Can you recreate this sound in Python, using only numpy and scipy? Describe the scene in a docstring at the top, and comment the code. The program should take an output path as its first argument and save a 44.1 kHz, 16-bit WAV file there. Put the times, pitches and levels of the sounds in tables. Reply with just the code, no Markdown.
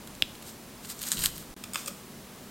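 """Peeling an onion

A quiet kitchen, close to the microphone, with a low room drone and hiss behind. A knife ticks
once as it bites into an onion. The skin is pulled off in a swelling, crackling tear that ends in
a snap, over the soft rumble of the hands. The sound drops out briefly at an edit and a faint
appliance hum comes in; then the peel falls into a plastic basket, which rings with each tap."""
import sys
import numpy as np
from scipy import signal
from scipy.fft import rfft, irfft
from scipy.io import wavfile
from scipy.ndimage import uniform_filter1d

SR = 44100
rng = np.random.default_rng(int(sys.argv[2]) if len(sys.argv) > 2 else 0)


def store_pcm(level_fs):
    """Save levels as 16-bit WAV."""
    pcm = np.round(np.clip(level_fs, -1, 1) * 32767).astype(np.int16)
    wavfile.write(sys.argv[1], SR, np.atleast_2d(pcm).T)


N = 110250
TIME = np.arange(N) / SR

# room tone, and its side signal against the mid: (frequency [Hz], relative level [dB])
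ROOM_SPECTRUM = [(15, -43), (25, -16), (45, -10), (85, -11.5), (145, -5.5), (175, -7.5), (228, -1.5),
                 (275, -8.5), (385, -9.5), (470, -12.5), (700, -15), (1000, -16.5), (1500, -20),
                 (2500, -22), (5000, -24), (8200, -25), (16000, -28)]
ROOM_SIDE = [(60, -33), (180, -41.5), (350, -23.5), (700, -18), (1500, -19.5), (4000, -15), (14000, -9.5)]
# appliance in the background: (frequency [Hz], level [dB])
HUM_TONES = [(191, -57.5), (383, -68)]
# hands shift, the bulb creaks, loose skin slides: (time [s], rise [s], fall [s], level [dB])
GRIP_SWELLS = [(0.24, 0.21, 0.12, -56.5), (1.2, 0.025, 0.088, -49), (1.28, .03, 0.043, -51),
               (1.2, 0.036, 0.072, -46.5), (1.515, 0.026, 0.021, -48)]
CREAK_SWELLS = [(0.90, 0.015, 0.026, -51), (1.15, 0.014, 0.16, -41)]
SLIDE_SWELLS = [(0.495, 0.046, 0.022, -45), (1.772, 0.018, 0.056, -39), (1.885, 0.018, 0.0093, -41)]
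# tone of those three and of the tear: (frequency [Hz], relative level [dB])
GRIP_SPECTRUM = [(15, -8), (25, -5), (42, -3), (60, -8), (120, -25), (400, -52)]
CREAK_SPECTRUM = [(50, -28), (100, -4.5), (160, 14.5), (210, 7.5), (300, 1.5), (500, -3), (1200, -45)]
SLIDE_SPECTRUM = [(500, -5), (900, -22), (1250, 4), (1800, -2), (2400, -4), (3500, 0), (5000, 1), (6000, 1),
                  (7200, 2.5), (8500, 4.5), (10300, -6), (13000, 2), (16000, -12)]
TEAR_SPECTRUM = [(290, -46), (500, -44), (708, -21), (855, -9), (919, -11), (1130, -4.5), (2040, -5.5),
                 (2360, -8.5), (4030, -0.5), (5390, -2.5), (7100, -0.5), (8580, 2.5), (10700, -9),
                 (12900, 0.5), (16000, -10.5)]
# resonances of basket, blade and skin: (frequency [Hz], width [Hz], relative level [dB])
BASKET_MODES = [(566, 74, 1), (1237, 280, 1.5), (2390, 470, -2), (3440, 660, -3.5), (5000, 960, -5.5),
                (7060, 1100, -6.5), (8460, 1200, -4), (13700, 5600, -1)]
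BLADE_MODES = [(1530, 740, -20), (2760, 990, -4), (3580, 930, -3.5), (5180, 690, -14.5), (7830, 2500, -19),
               (13100, 3000, -20.5)]
SKIN_MODES = [(1460, 1200, 0.5), (3040, 950, -3), (4070, 830, -2.5), (5000, 960, -13), (6960, 1350, -4.5),
              (8620, 1900, -4), (11970, 2400, -3), (14300, 2800, -10)]
# taps in the basket and snapping fibres: (time [s], length [s], level in each band [dB])
BASKET_TAPS = [(1.6384, 0.0043, -48, -23, -15, -14.5, -20), (1.7345, 0.0045, -45, -30, -24, -9, -18),
               (1.7444, 0.0059, -42, -18, -14, -10, -16), (1.7573, 0.0019, -30, -7, -6, -9, -18),
               (1.8602, 0.004, -32, -34, -23, -10.5, -29), (1.8755, 0.0061, -40, -47, -17, -12, -22),
               (1.8797, 0.0038, -18, -15.5, -16.5, -9.5, -14)]
FIBRE_SNAPS = [(0.0730, 0.0036, -30, -27, -23.5, -26), (0.1075, 0.0018, -46, -37, -32, -38),
               (0.1508, 0.0018, -45, -33, -23.5, -42), (0.3520, 0.0044, -34, -29, -27.5, -36),
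               (0.4235, 0.0064, -34, -27.5, -26, -25), (0.8475, 0.0032, -28, -24, -23, -38),
               (0.9003, 0.0024, -29, -24, -21, -16), (0.9920, .001, -45, -33, -12.5, -47),
               (1.0172, 0.0013, -43, -17.5, -20, -13), (1.0275, .001, -41, -30, -20, -15),
               (1.0305, .001, -41, -20, -16, -16), (1.0365, 0.0026, -34, -15.5, -21, -28),
               (1.0868, 0.0011, -44, -32, -8, -19), (1.1178, 0.0013, -14.5, -9.5, 4.5, -18),
               (1.1230, 0.0034, -22, -15.5, -4.5, -10), (1.1702, 0.0033, -36, -12, -18, -22),
               (1.1790, 0.0043, -40, -10, -23, -20), (1.1915, .002, -36, -14, -17, -9.5),
               (1.2081, 0.0011, -36, -27, -12, -23), (1.2205, 0.0071, -33, -11, -14, -17),
               (1.2372, 0.0051, -16.5, -10.5, -3, -4.5), (1.2418, 0.00064, -10.5, -25, -17, -10),
               (1.2557, .0007, -31, -17, -20, 1), (1.2585, 0.00086, -15.5, 0.5, -1, -5),
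               (1.2597, 0.0018, -30, -29, -12, -7), (1.2676, .0005, -17, -27, -17, -19),
               (1.3803, 0.00054, -33, -24, -34, -14), (1.4260, 0.00092, -29, -38, -34, -26)]
# centres of those bands: (frequency [Hz])
TAP_BANDS = [560, 1300, 3300, 8000, 13000]
SNAP_BANDS = [1300, 3300, 8000, 13000]
# the blade catches again and meets the bulb: (delay [s], level against the tick [dB])
BLADE_CATCHES = [(.0018, -19), (.0038, -19.5), (.0083, -27), (0.012, -27), (.0148, -27)]
# the bulb thuds under the blade: (delay [s], frequency [Hz], width [Hz], level [dB])
BULB_THUD = [(.0005, 630, 275, -15), (.002, 280, 168, -16), (.002, 110, 79.4, -15.5)]
# strength of the pull on the skin: (time [s], level [dB])
PULL_CURVE = [(0.82, -58), (0.852, -45), (0.878, -51), (0.902, -35.5), (0.928, -44.5), (0.942, -51),
              (0.98, -50), (1.005, -48), (1.02, -38), (1.05, -40.5), (1.075, -33.5), (1.10, -39.5),
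              (1.13, -33.5), (1.155, -40), (1.18, -39), (1.212, -36), (1.238, -31.5), (1.268, -30.5),
              (1.28, -43), (1.34, -67), (1.36, -42.5), (1.41, -48), (1.47, -66), (1.54, -72)]

EDIT_START_S, EDIT_END_S, EDIT_DIP_DB = 1.542, 1.564, -29


def from_db(db):
    """Decibels to gain."""
    return 10 ** (np.asarray(db) / 20)


def unit_energy(x):
    """Scale to an energy of one."""
    return x / np.sqrt(np.sum(x ** 2) + 1e-20)


def level_at(spectrum, hz):
    """Read a spectrum in dB on a log-frequency axis."""
    freqs, db = np.transpose(spectrum)
    return np.interp(np.log(np.maximum(hz, 1)), np.log(freqs), db)


def colour(x, spectrum):
    """Filter by a table of (frequency [Hz], level [dB])."""
    hz = np.arange(N // 2 + 1) * SR / N
    return irfft(rfft(x) * from_db(level_at(spectrum, hz)), N)


def shaped(x, spectrum):
    """Colour a signal and bring it to an rms of one."""
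    return unit_energy(colour(x, spectrum)) * np.sqrt(N)


def noise(spectrum):
    """Coloured noise at an rms of one."""
    return shaped(rng.standard_normal(N), spectrum)


def waver(rate_hz):
    """A line wandering between random values."""
    return np.interp(TIME * rate_hz, np.arange(N), rng.standard_normal(N))


def resonate(x, hz, width_hz):
    """A damped resonance, applied twice for steep skirts; energy one."""
    radius = np.exp(-np.pi * width_hz / SR)
    b, a = [1, 0, -0.92], [1, -2 * radius * np.cos(2 * np.pi * hz / SR), radius ** 2]
    return unit_energy(signal.lfilter(b, a, signal.lfilter(b, a, x + 1e-18)))


def add(out, start_s, sound):
    """Mix a short sound in at a time."""
    i = int(start_s * SR)
    out[i:i + len(sound)] += sound[:N - i]


def swells(rows):
    """An envelope of swells, each rising on a bell curve and dying exponentially."""
    envelope = np.zeros(N)
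    for peak_s, rise, fall, db in rows:
        before, after = np.minimum(TIME - peak_s, 0), np.maximum(TIME - peak_s, 0)
        envelope += from_db(db) * np.exp(-(before / rise) ** 2 - after / fall)
    return envelope


def crackle(spectrum, spread_db, clump_db, clump_hz, fractures_per_s=10000):
    """Countless tiny fractures of uneven size, coming in clumps."""
    sizes = from_db(spread_db * np.minimum(rng.exponential(1, N), 5))
    clicks = sizes * rng.choice([-1, 1], N) * (rng.random(N) < fractures_per_s / SR)
    return shaped(clicks * from_db(clump_db * waver(clump_hz)), spectrum)


def bursts(events, bands, modes, first_crack, cracks_per_s=9000, size=2048):
    """Each event is one crack and a quickly dying run of smaller ones, ringing the modes."""
    out = np.zeros(N)
    for start_s, length_s, *levels in events:
        cracks = rng.choice([-1, 1], size) * (rng.random(size) < cracks_per_s / SR)
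        cracks = cracks * np.exp(-(TIME[:size] / length_s) ** 2)
        cracks[0] = first_crack
        spectrum = list(zip(bands, levels))
        for k, (hz, width, db) in enumerate(modes):
            gain = (-1) ** k * from_db(db + level_at(spectrum, hz))
            add(out, start_s, gain * resonate(cracks, hz, width))
    return out


def room_tone(level_db=-46.5):
    """The kitchen's steady low drone and hiss, nearly mono."""
    mid = noise(ROOM_SPECTRUM)
    side = colour(noise(ROOM_SPECTRUM), ROOM_SIDE)
    return from_db(level_db) * np.array([mid + side, mid - side])


def appliance_hum(waver_db=4.5, waver_hz=6.7):
    """Faint low tones that waver in level, heard from the edit on."""
    hum = np.zeros(N)
    for hz, db in HUM_TONES:
        rms = from_db(db + waver_db * waver(waver_hz))
        hum += rms * np.sqrt(2) * np.sin(2 * np.pi * hz * TIME)
    return hum * (TIME > EDIT_START_S)


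def kitchen_reverb(x, t60_s=0.48, build_s=0.001):
    """The room answers the close sounds with a short diffuse tail."""
    t = TIME[:SR // 2]
    envelope = from_db(-60 * t / t60_s) * (1 - np.exp(-t / build_s))
    tail = unit_energy(envelope * rng.standard_normal(len(t)))
    return signal.fftconvolve(x, tail)[:N]


def handling():
    """Close up, the grip rumbles and the bulb creaks dully under the pull."""
    return swells(GRIP_SWELLS) * noise(GRIP_SPECTRUM) + swells(CREAK_SWELLS) * noise(CREAK_SPECTRUM)


def sliding_skin():
    """Loose skin rustles softly as it slides and settles."""
    return swells(SLIDE_SWELLS) * crackle(SLIDE_SPECTRUM, spread_db=2, clump_db=-0.5, clump_hz=251)


def basket_taps():
    """Peel and knife tap the basket and set the plastic ringing."""
    return bursts(BASKET_TAPS, TAP_BANDS, BASKET_MODES, first_crack=2.7)


def knife_bite(start_s=0.2228, tick_gain_db=6.5):
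    """One sharp tick of the blade, damped by the hand, with small catches and a dull thud."""
    out, click = np.zeros(N), signal.unit_impulse(2048)
    tick = sum((-1) ** k * from_db(tick_gain_db + db) * resonate(click, hz, width)
               for k, (hz, width, db) in enumerate(BLADE_MODES))
    add(out, start_s, tick)
    for delay, db in BLADE_CATCHES:
        add(out, start_s + delay, from_db(db) * tick)
    for delay, hz, width, db in BULB_THUD:
        add(out, start_s + delay, from_db(db) * resonate(click, hz, width))
    return out


def tearing_skin():
    """Right at the microphone the skin tears away, louder with the pull, and single fibres snap."""
    pull = from_db(np.interp(TIME, *np.transpose(PULL_CURVE), left=-120, right=-120))
    tear = crackle(TEAR_SPECTRUM, spread_db=3, clump_db=1.9, clump_hz=300.3)
    snaps = bursts(FIBRE_SNAPS, SNAP_BANDS, SKIN_MODES, first_crack=1.64)
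    return pull * tear + snaps


def scene():
    """Knife, onion and basket sit dead centre; the knife is driest, the basket has the most room."""
    knife = knife_bite()
    skin = tearing_skin() + sliding_skin()
    basket = basket_taps()
    reverb = kitchen_reverb(from_db(-18) * knife + from_db(-13.5) * skin + from_db(-8) * basket)
    return knife + skin + basket + handling() + reverb + room_tone() + appliance_hum()


def record(dry, cutoff_hz=16000):
    """The sound drops out briefly at an edit, and the top treble is cut steeply."""
    gap = (TIME > EDIT_START_S) & (TIME < EDIT_END_S)
    dip = from_db(EDIT_DIP_DB * uniform_filter1d(gap * 1.0, size=64))
    lowpass = signal.ellip(12, 0.1, 80, cutoff_hz, fs=SR, output="sos")
    return signal.sosfilt(lowpass, dry * dip)


dry = scene()
out = record(dry)
store_pcm(out)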